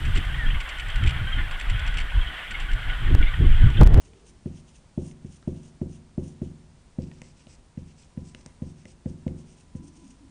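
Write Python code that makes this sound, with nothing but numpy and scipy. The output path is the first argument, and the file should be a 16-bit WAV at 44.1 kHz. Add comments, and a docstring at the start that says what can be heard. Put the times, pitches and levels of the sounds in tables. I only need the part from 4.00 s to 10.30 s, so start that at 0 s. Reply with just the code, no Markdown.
"""In a quiet room, someone writes two words with a felt marker on a wall-hung whiteboard.
Each landing of the tip is an impact that thumps the panel, clicks the barrel and scuffs the felt;
a stronger impact is shorter and excites more of the high modes. Stick-slip friction makes the felt
hiss along every stroke, brighter when it moves fast, and small sharp ticks fall in between.
Under it lie room rumble, hiss, a soft low rustle and faint steady tones."""
import sys
import numpy as np
from scipy import signal
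from scipy.fft import rfft, irfft
from scipy.io import wavfile
from scipy.ndimage import uniform_filter1d

SR = 44100
rng = np.random.default_rng(int(sys.argv[2]) if len(sys.argv) > 2 else 0)


def int16_out(signal):
    """Quantize to a 16-bit WAV file."""
    q = np.round(np.clip(np.atleast_2d(signal).T, -1, 1) * 32767)
    wavfile.write(sys.argv[1], SR, q.astype(np.int16))


N = 277945
TIME = np.arange(N) / SR
LEAD_S = 0.008  # a blow on the panel is computed from this long before its crest

# Landings of the tip. Each row: time in seconds, level in dB.
LANDINGS = [(0.4621, -19), (0.9799, -15), (1.2506, -25.5), (1.4787, -15), (1.8184, -16), (2.182, -15),
            (2.4206, -17.5), (2.989, -16), (3.7787, -22.5), (4.1782, -21), (4.624, -19.5), (5.0621, -17.5),
            (5.2683, -15), (5.7551, -23.5)]


def landings(neutral_db=-18, chatter_lag_s=0.00399, chatter_rise_s=0.0017, chatter_t60=0.083):
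    """Impact: a harder landing has a shorter contact, a brighter ring and more chatter."""
    # Each word lands on a different part of the panel, so its brief chatter has its own pitch and level.
    # Each row: start in seconds, chatter frequency in Hz, chatter level in dB relative to a landing
    # of neutral hardness.
    places = [(0, 365.7, -9.5), (2.7, 504, -22.5)]
    out, t = np.zeros(N), np.arange(SR // 4) / SR
    for s, db in LANDINGS:
        hard_db = 0.55 * (db - neutral_db)  # spectral tilt per octave
        width_s = 0.00146 * np.exp(-0.024 * hard_db)
        contact_s = 0.00057 * np.exp(-0.11 * hard_db)
        add(out, s - LEAD_S, panel(db, hard_db, width_s, contact_s))
        _, chatter_hz, chatter_db = [place for place in places if place[0] <= s][-1]
        chatter = ring(t, [(chatter_hz, db + chatter_db + 0.6 * hard_db, chatter_t60)], 0, chatter_hz)
        add(out, s + chatter_lag_s, -chatter * (1 - np.exp(-t / chatter_rise_s)))
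    return out


def panel(db, hard_db, width_s, contact_s, scatter_db=-41, scatter_t60=1.0):
    """Impulse response of a struck plate: a thump, its reflections, free modes and diffuse sound."""
    # Modes of the panel. Each row: frequency in Hz, level in dB, time to fall 60 dB in seconds.
    modes = [(22, -26, 0.45), (46.7, -52, 0.57), (83.06, -18.5, 0.47), (94.2, -29.5, 0.89),
             (128.7, -17, 0.27), (142.9, -21, 0.78), (164.06, -22, 0.79), (214.7, -24.5, 0.63),
             (237.7, -25, 0.76), (261.6, -39.5, 0.99), (278, -29, 0.56), (340, -26, 0.42),
             (365.7, -29.5, 0.74), (354.5, -51.5, 0.81), (416, -40.5, 0.44), (516, -28, 0.26),
             (570, -48, 0.6), (590, -17, 0.026), (649, -50.5, 1), (640, -55, 0.36), (803, -62.5, 0.26)]
    # Reflections from the frame and the walls. Each row: delay in seconds, signed share of the thump.
    echoes = [(0.0086, 0.27), (0.019, 0.16), (0.0334, 0.1), (0.043, 0.4), (0.0525, -0.24), (0.0553, 0.07),
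              (0.0851, 0.152), (0.0968, 0.088)]
    t = np.arange(SR) / SR - LEAD_S
    thumps = thump(t, width_s) + sum(share * thump(t - delay, width_s) for delay, share in echoes)
    force = np.exp(-2 * (np.arange(-64, 65) / SR / contact_s) ** 2)  # a long contact dulls the ring
    ringing = signal.fftconvolve(ring(t, modes, hard_db, 200), force / force.sum(), "same")
    # Sound scattered by the room. Each row: frequency in Hz, level in dB.
    spectrum = [(60, -2), (150, -5.5), (370, -2), (650, -6), (1000, -16.5), (2000, -37.5), (6000, -65)]
    scatter = coloured_noise(SR, spectrum)
    tail = np.clip(t / 0.0033, 0, 1) * undb(-60 * np.abs(t) / scatter_t60)
    return undb(db) * (thumps - ringing + undb(scatter_db + hard_db) * scatter * tail)


def thump(t, width_s, onset_widths=2.71, rise_s=0.0012):
    """Elastic recoil: the panel gives and springs back, so the pressure dips, crests and dips again."""
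    u = t / width_s
    touch = np.clip((t + onset_widths * width_s) / rise_s, 0, 1)
    return (1 - u * u) * np.exp(-u * u / 2) * np.sin(np.pi / 2 * touch) ** 2


def strokes(neutral_db=-62.5, grain_db=6.5, flutter_db=2.0, rub_db=-17, damping=0.82, gain_db=1.27):
    """Stick-slip friction: felt fibres catch and slip, hissing louder and brighter in a fast stroke."""
    # Strokes of the felt. Each row: middle in seconds, length in seconds, relative level in dB.
    marks = [(0.049, 0.089, -64.5), (0.19, 0.088, -71.5), (0.286, 0.057, -58.5), (0.57, .08, -61.5),
             (0.692, 0.047, -63.5), (0.764, 0.056, -62.5), (1.061, .11, -60), (1.335, 0.082, -62),
             (1.544, 0.14, -67), (1.661, 0.085, -63.5), (1.94, .1, -64), (2.272, .12, -62.5),
             (2.455, 0.11, -72), (3.047, 0.098, -66.5), (3.166, .097, -68), (3.272, 0.1, -62.5),
             (3.403, 0.095, -66), (3.522, 0.077, -61.5), (3.9, 0.08, -68.5), (4.013, 0.093, -63.5),
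             (4.282, 0.076, -61.5), (4.396, 0.083, -66.5), (4.481, 0.033, -67.5), (4.691, 0.062, -62),
             (4.801, .068, -68), (4.898, 0.067, -64.5), (5.105, .052, -63.5), (5.4, 0.059, -63.5),
             (5.507, 0.092, -66), (5.599, 0.08, -66), (5.768, 0.027, -64), (5.865, 0.068, -62),
             (5.967, 0.088, -66), (6.086, 0.14, -65.5)]
    # Resonances of the nib. Each row: nominal centre in Hz, nominal width in Hz, relative level in dB.
    nib = [(2950, 1620, -3), (6300, 3250, 0), (9060, 1370, -0.5)]
    # The nib's slant colours the hiss: its pitch drops at the new line and recovers along it.
    # Each row: time in seconds, pitch ratio, tilt in dB per octave.
    slant = [(0.7, 0.98, -2.5), (1.1, 0.99, 0), (2.5, 0.994, 1.5), (3.0, 0.86, -0.5), (4.4, 0.9, 1),
             (5.6, 0.96, 2)]
    slant_s, slant_ratio, slant_tilt = np.transpose(slant)
    out, t = np.zeros(N), np.arange(-8192, 8192) / SR
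    drawn = [(s, length, db, 0.76 * (db - neutral_db)) for s, length, db in marks]
    scuffs = [(s + 0.018, 0.043, -70, -4.5) for s, _ in LANDINGS]  # short and dull, as the felt settles
    for s, length, db, tilt_db in drawn + scuffs:
        ratio = np.interp(s, slant_s, slant_ratio)
        tilt_db += np.interp(s, slant_s, slant_tilt)
        grain = undb(grain_db * rng.standard_normal(len(t)))
        hiss = undb(rub_db) * resonate(grain * rng.standard_normal(len(t)), hz=1800, width=7900)
        for hz, width, mode_db in nib:
            slips = grain * rng.standard_normal(len(t))
            gain = undb(mode_db + tilt_db * np.log2(hz / 6000))
            hiss += gain * resonate(slips, hz * ratio, width * damping)
        add(out, s + t[0], undb(db + gain_db) * unit(hiss) * swell(t, length))
    return out * undb(flutter_db * walk(110))


def ticks(click_early_s=0.0036):
    """Impulsive excitation: sharp contacts ring the barrel and jolt the panel; landings click faintly."""
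    # Sharp contacts. Each row: time in seconds, level in dB, tilt in dB per octave, pitch ratio,
    # jolt of the panel in dB relative to the tick.
    contacts = [(0.134, -46, -14, 1.25, -3.5), (1.1128, -43, -11, 1.07, -15), (1.4271, -45, -9, 0.68, -3),
                (3.1152, -40.5, -24, 0.94, -8), (3.2178, -32, -8, 1.07, -5), (3.4694, -45, -27, 1.5, 5.5),
                (4.034, -47.5, -28, 1.24, -25), (4.3481, -34.5, -16, 1.45, -25),
                (4.3485, -36.5, -3, 1.08, -3), (4.4618, -30, 9, 1.05, -8.5), (4.855, -39, -10.5, 1.03, 2.5),
                (5.2796, -39, -28, 1.08, -13)]
    out = np.zeros(N)
    for s, db, tilt_db, ratio, jolt_db in contacts:
        add(out, s, barrel(db, tilt_db, ratio))
        jolt = panel(db + jolt_db, hard_db=5, width_s=0.0014, contact_s=0.00017)
        add(out, s - LEAD_S + 0.0018, jolt)
    for s, _ in LANDINGS:
        add(out, s - click_early_s, barrel(db=-52, tilt_db=-26, ratio=0.98))
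    return out


def barrel(db, tilt_db, ratio, crack_db=-9, crack_t60=0.007, room_db=-30, room_t60=0.34):
    """Damped vibration of a struck plastic tube, with a crack of contact and a trace of reverberation."""
    # Modes of the barrel at pitch ratio 1. Each row: frequency in Hz, relative level in dB,
    # time to fall 60 dB in seconds.
    modes = [(2000, 6.5, 0.019), (2390, 0, 0.013), (2680, 8, 0.0062), (3100, -13, 0.0074),
             (3360, -3, 0.009), (4900, -12, 0.0024), (5650, 24, 0.0015), (8000, 0.5, 0.015),
             (8900, -34, .005)]
    # Spectrum of the crack at pitch ratio 1. Each row: frequency in Hz, relative level in dB.
    spectrum = [(300, 10), (1500, 1), (2000, 11.5), (2900, -16), (4000, -20.5), (9500, -18.5),
                (12000, -25.5)]
    t = np.arange(SR // 4) / SR
    tilted = [(hz * ratio, band_db + tilt_db * max(np.log2(hz / 2000), 0)) for hz, band_db in spectrum]
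    crack = coloured_noise(len(t), tilted)
    fade = undb(crack_db - 60 * t / crack_t60) + undb(room_db - 60 * t / room_t60)
    # so thin a barrel radiates little below its first mode
    radiation = signal.butter(3, 1600 * ratio, "high", fs=SR, output="sos")
    body = signal.sosfilt(radiation, ring(t * ratio, modes, tilt_db, 2900))
    return undb(db) * (body / np.abs(body).max() + crack * fade)


def rustle(roughness_hz=170, wander=0.08, gain_db=-4):
    """Narrow-band noise: random modulation spreads a wandering pitch into a soft low rustle."""
    # Rustles. Each row: middle in seconds, length in seconds, centre in Hz, relative level in dB.
    swells = [(0.19, 0.32, 395, -56), (5.848, 0.17, 275.3, -46), (6.053, 0.18, 255, -47.5),
              (6.267, 0.12, 258, -47)]
    out = np.zeros(N)
    for s, length, hz, db in swells:
        phase = 2 * np.pi * np.cumsum(hz * (1 + wander * walk(24))) / SR
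        band = walk(roughness_hz) * np.sin(phase) + walk(roughness_hz) * np.cos(phase)
        out += undb(db + gain_db) * swell(TIME - s, length) * band
    return out


def room(air_db=-55, whine_hz=1000, whine_rest_db=-88.5, rise_s=0.1, fade_db_per_s=16.5):
    """Noise floor: broadband rumble and hiss under spectral lines of mains hum, faint tones and whine."""
    # Rumble and hiss. Each row: frequency in Hz, relative spectral density in dB.
    spectrum = [(20, -4.5), (50, 1.5), (70, 1.5), (110, -5.5), (170, -6), (300, -14), (450, -18),
                (800, -21), (1500, -26.5), (3000, -29.5), (6000, -31), (9800, -31.5)]
    # Hum and steady tones. Each row: frequency in Hz, rms level in dB.
    lines = [(49, -67.5), (948, -81), (1047, -92), (1447, -92.5)]
    # The thin whine flares up and dies away. Each row: time of the crest in seconds, level in dB.
    crests = [(4.2, -74), (5.8, -70)]
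    air = undb(air_db + 0.5 * walk(7.7)) * coloured_noise(N, spectrum)
    tones = sum(undb(db) * np.sin(2 * np.pi * hz * TIME + 1.2 * walk(4)) for hz, db in lines)
    flares = np.zeros(N)
    for s, db in crests:
        rise = np.exp(np.minimum(TIME - s, 0) / rise_s)
        flares += rise * undb(db - fade_db_per_s * np.maximum(TIME - s, 0))
    envelope = np.maximum(flares, undb(whine_rest_db)) * undb(3.2 * walk(16))
    whine = envelope * np.sin(2 * np.pi * whine_hz * TIME + 0.24 * walk(39))
    return air + np.sqrt(2) * (tones + whine)


def ring(t, modes, tilt_db, above_hz):
    """Free vibration: modes decay from t = 0, tilted by tilt_db per octave above above_hz."""
    t = np.maximum(t, 0)
    out = np.zeros(len(t))
    for hz, db, t60 in modes:
        start_db = db + tilt_db * max(np.log2(hz / above_hz), 0)
        out += undb(start_db - 60 * t / t60) * np.sin(2 * np.pi * hz * t)
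    return out


def resonate(x, hz, width):
    """Forced vibration: two like resonators in series, with gain 1 at their centre."""
    f = np.maximum(np.fft.rfftfreq(len(x), 1 / SR), 1)
    return irfft(rfft(x) / (1 + 1j * (f * f - hz * hz) / (f * width)) ** 2, len(x))


def coloured_noise(n, points):
    """Spectral shaping: n samples of noise at rms 1 that follow (Hz, dB) points."""
    hz, db = np.transpose(points)
    f = np.maximum(np.fft.rfftfreq(n, 1 / SR), 1)
    gain = undb(np.interp(np.log(f), np.log(hz), db))
    return unit(irfft(rfft(rng.standard_normal(n)) * gain, n))


def walk(rate):
    """Random modulation: rate values a second, smoothed and scaled to rms 1."""
    k = max(int(SR / rate), 1)
    held = np.repeat(rng.standard_normal(N // k + 1), k)
    return unit(uniform_filter1d(uniform_filter1d(held, k), k)[:N])


def swell(t, length):
    """Amplitude envelope: a smooth rise, hold and fall around t = 0."""
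    return np.exp(-np.abs(t / (0.5 * length)) ** 3)


def add(out, s, sound):
    """Superposition: mix a sound in from time s on."""
    at = int(round(s * SR))
    sound, at = sound[max(-at, 0):], max(at, 0)
    out[at:at + len(sound)] += sound[:max(len(out) - at, 0)]


def undb(db):
    """Decibels to amplitude ratio."""
    return 10 ** (np.asarray(db) / 20)


def unit(x):
    """Normalisation to rms 1."""
    return x / np.sqrt(np.mean(x ** 2))


def scene():
    """Superposition: all sources sum at one point close to the writer."""
    return (landings() + ticks() + strokes() + rustle() + room())[None]


def record(dry, top_hz=9800):
    """Band limiting: a steep low-pass filter cuts the top of the treble."""
    return signal.sosfilt(signal.ellip(12, .2, 70, top_hz, fs=SR, output="sos"), dry)


dry = scene()
out = record(dry)
int16_out(out)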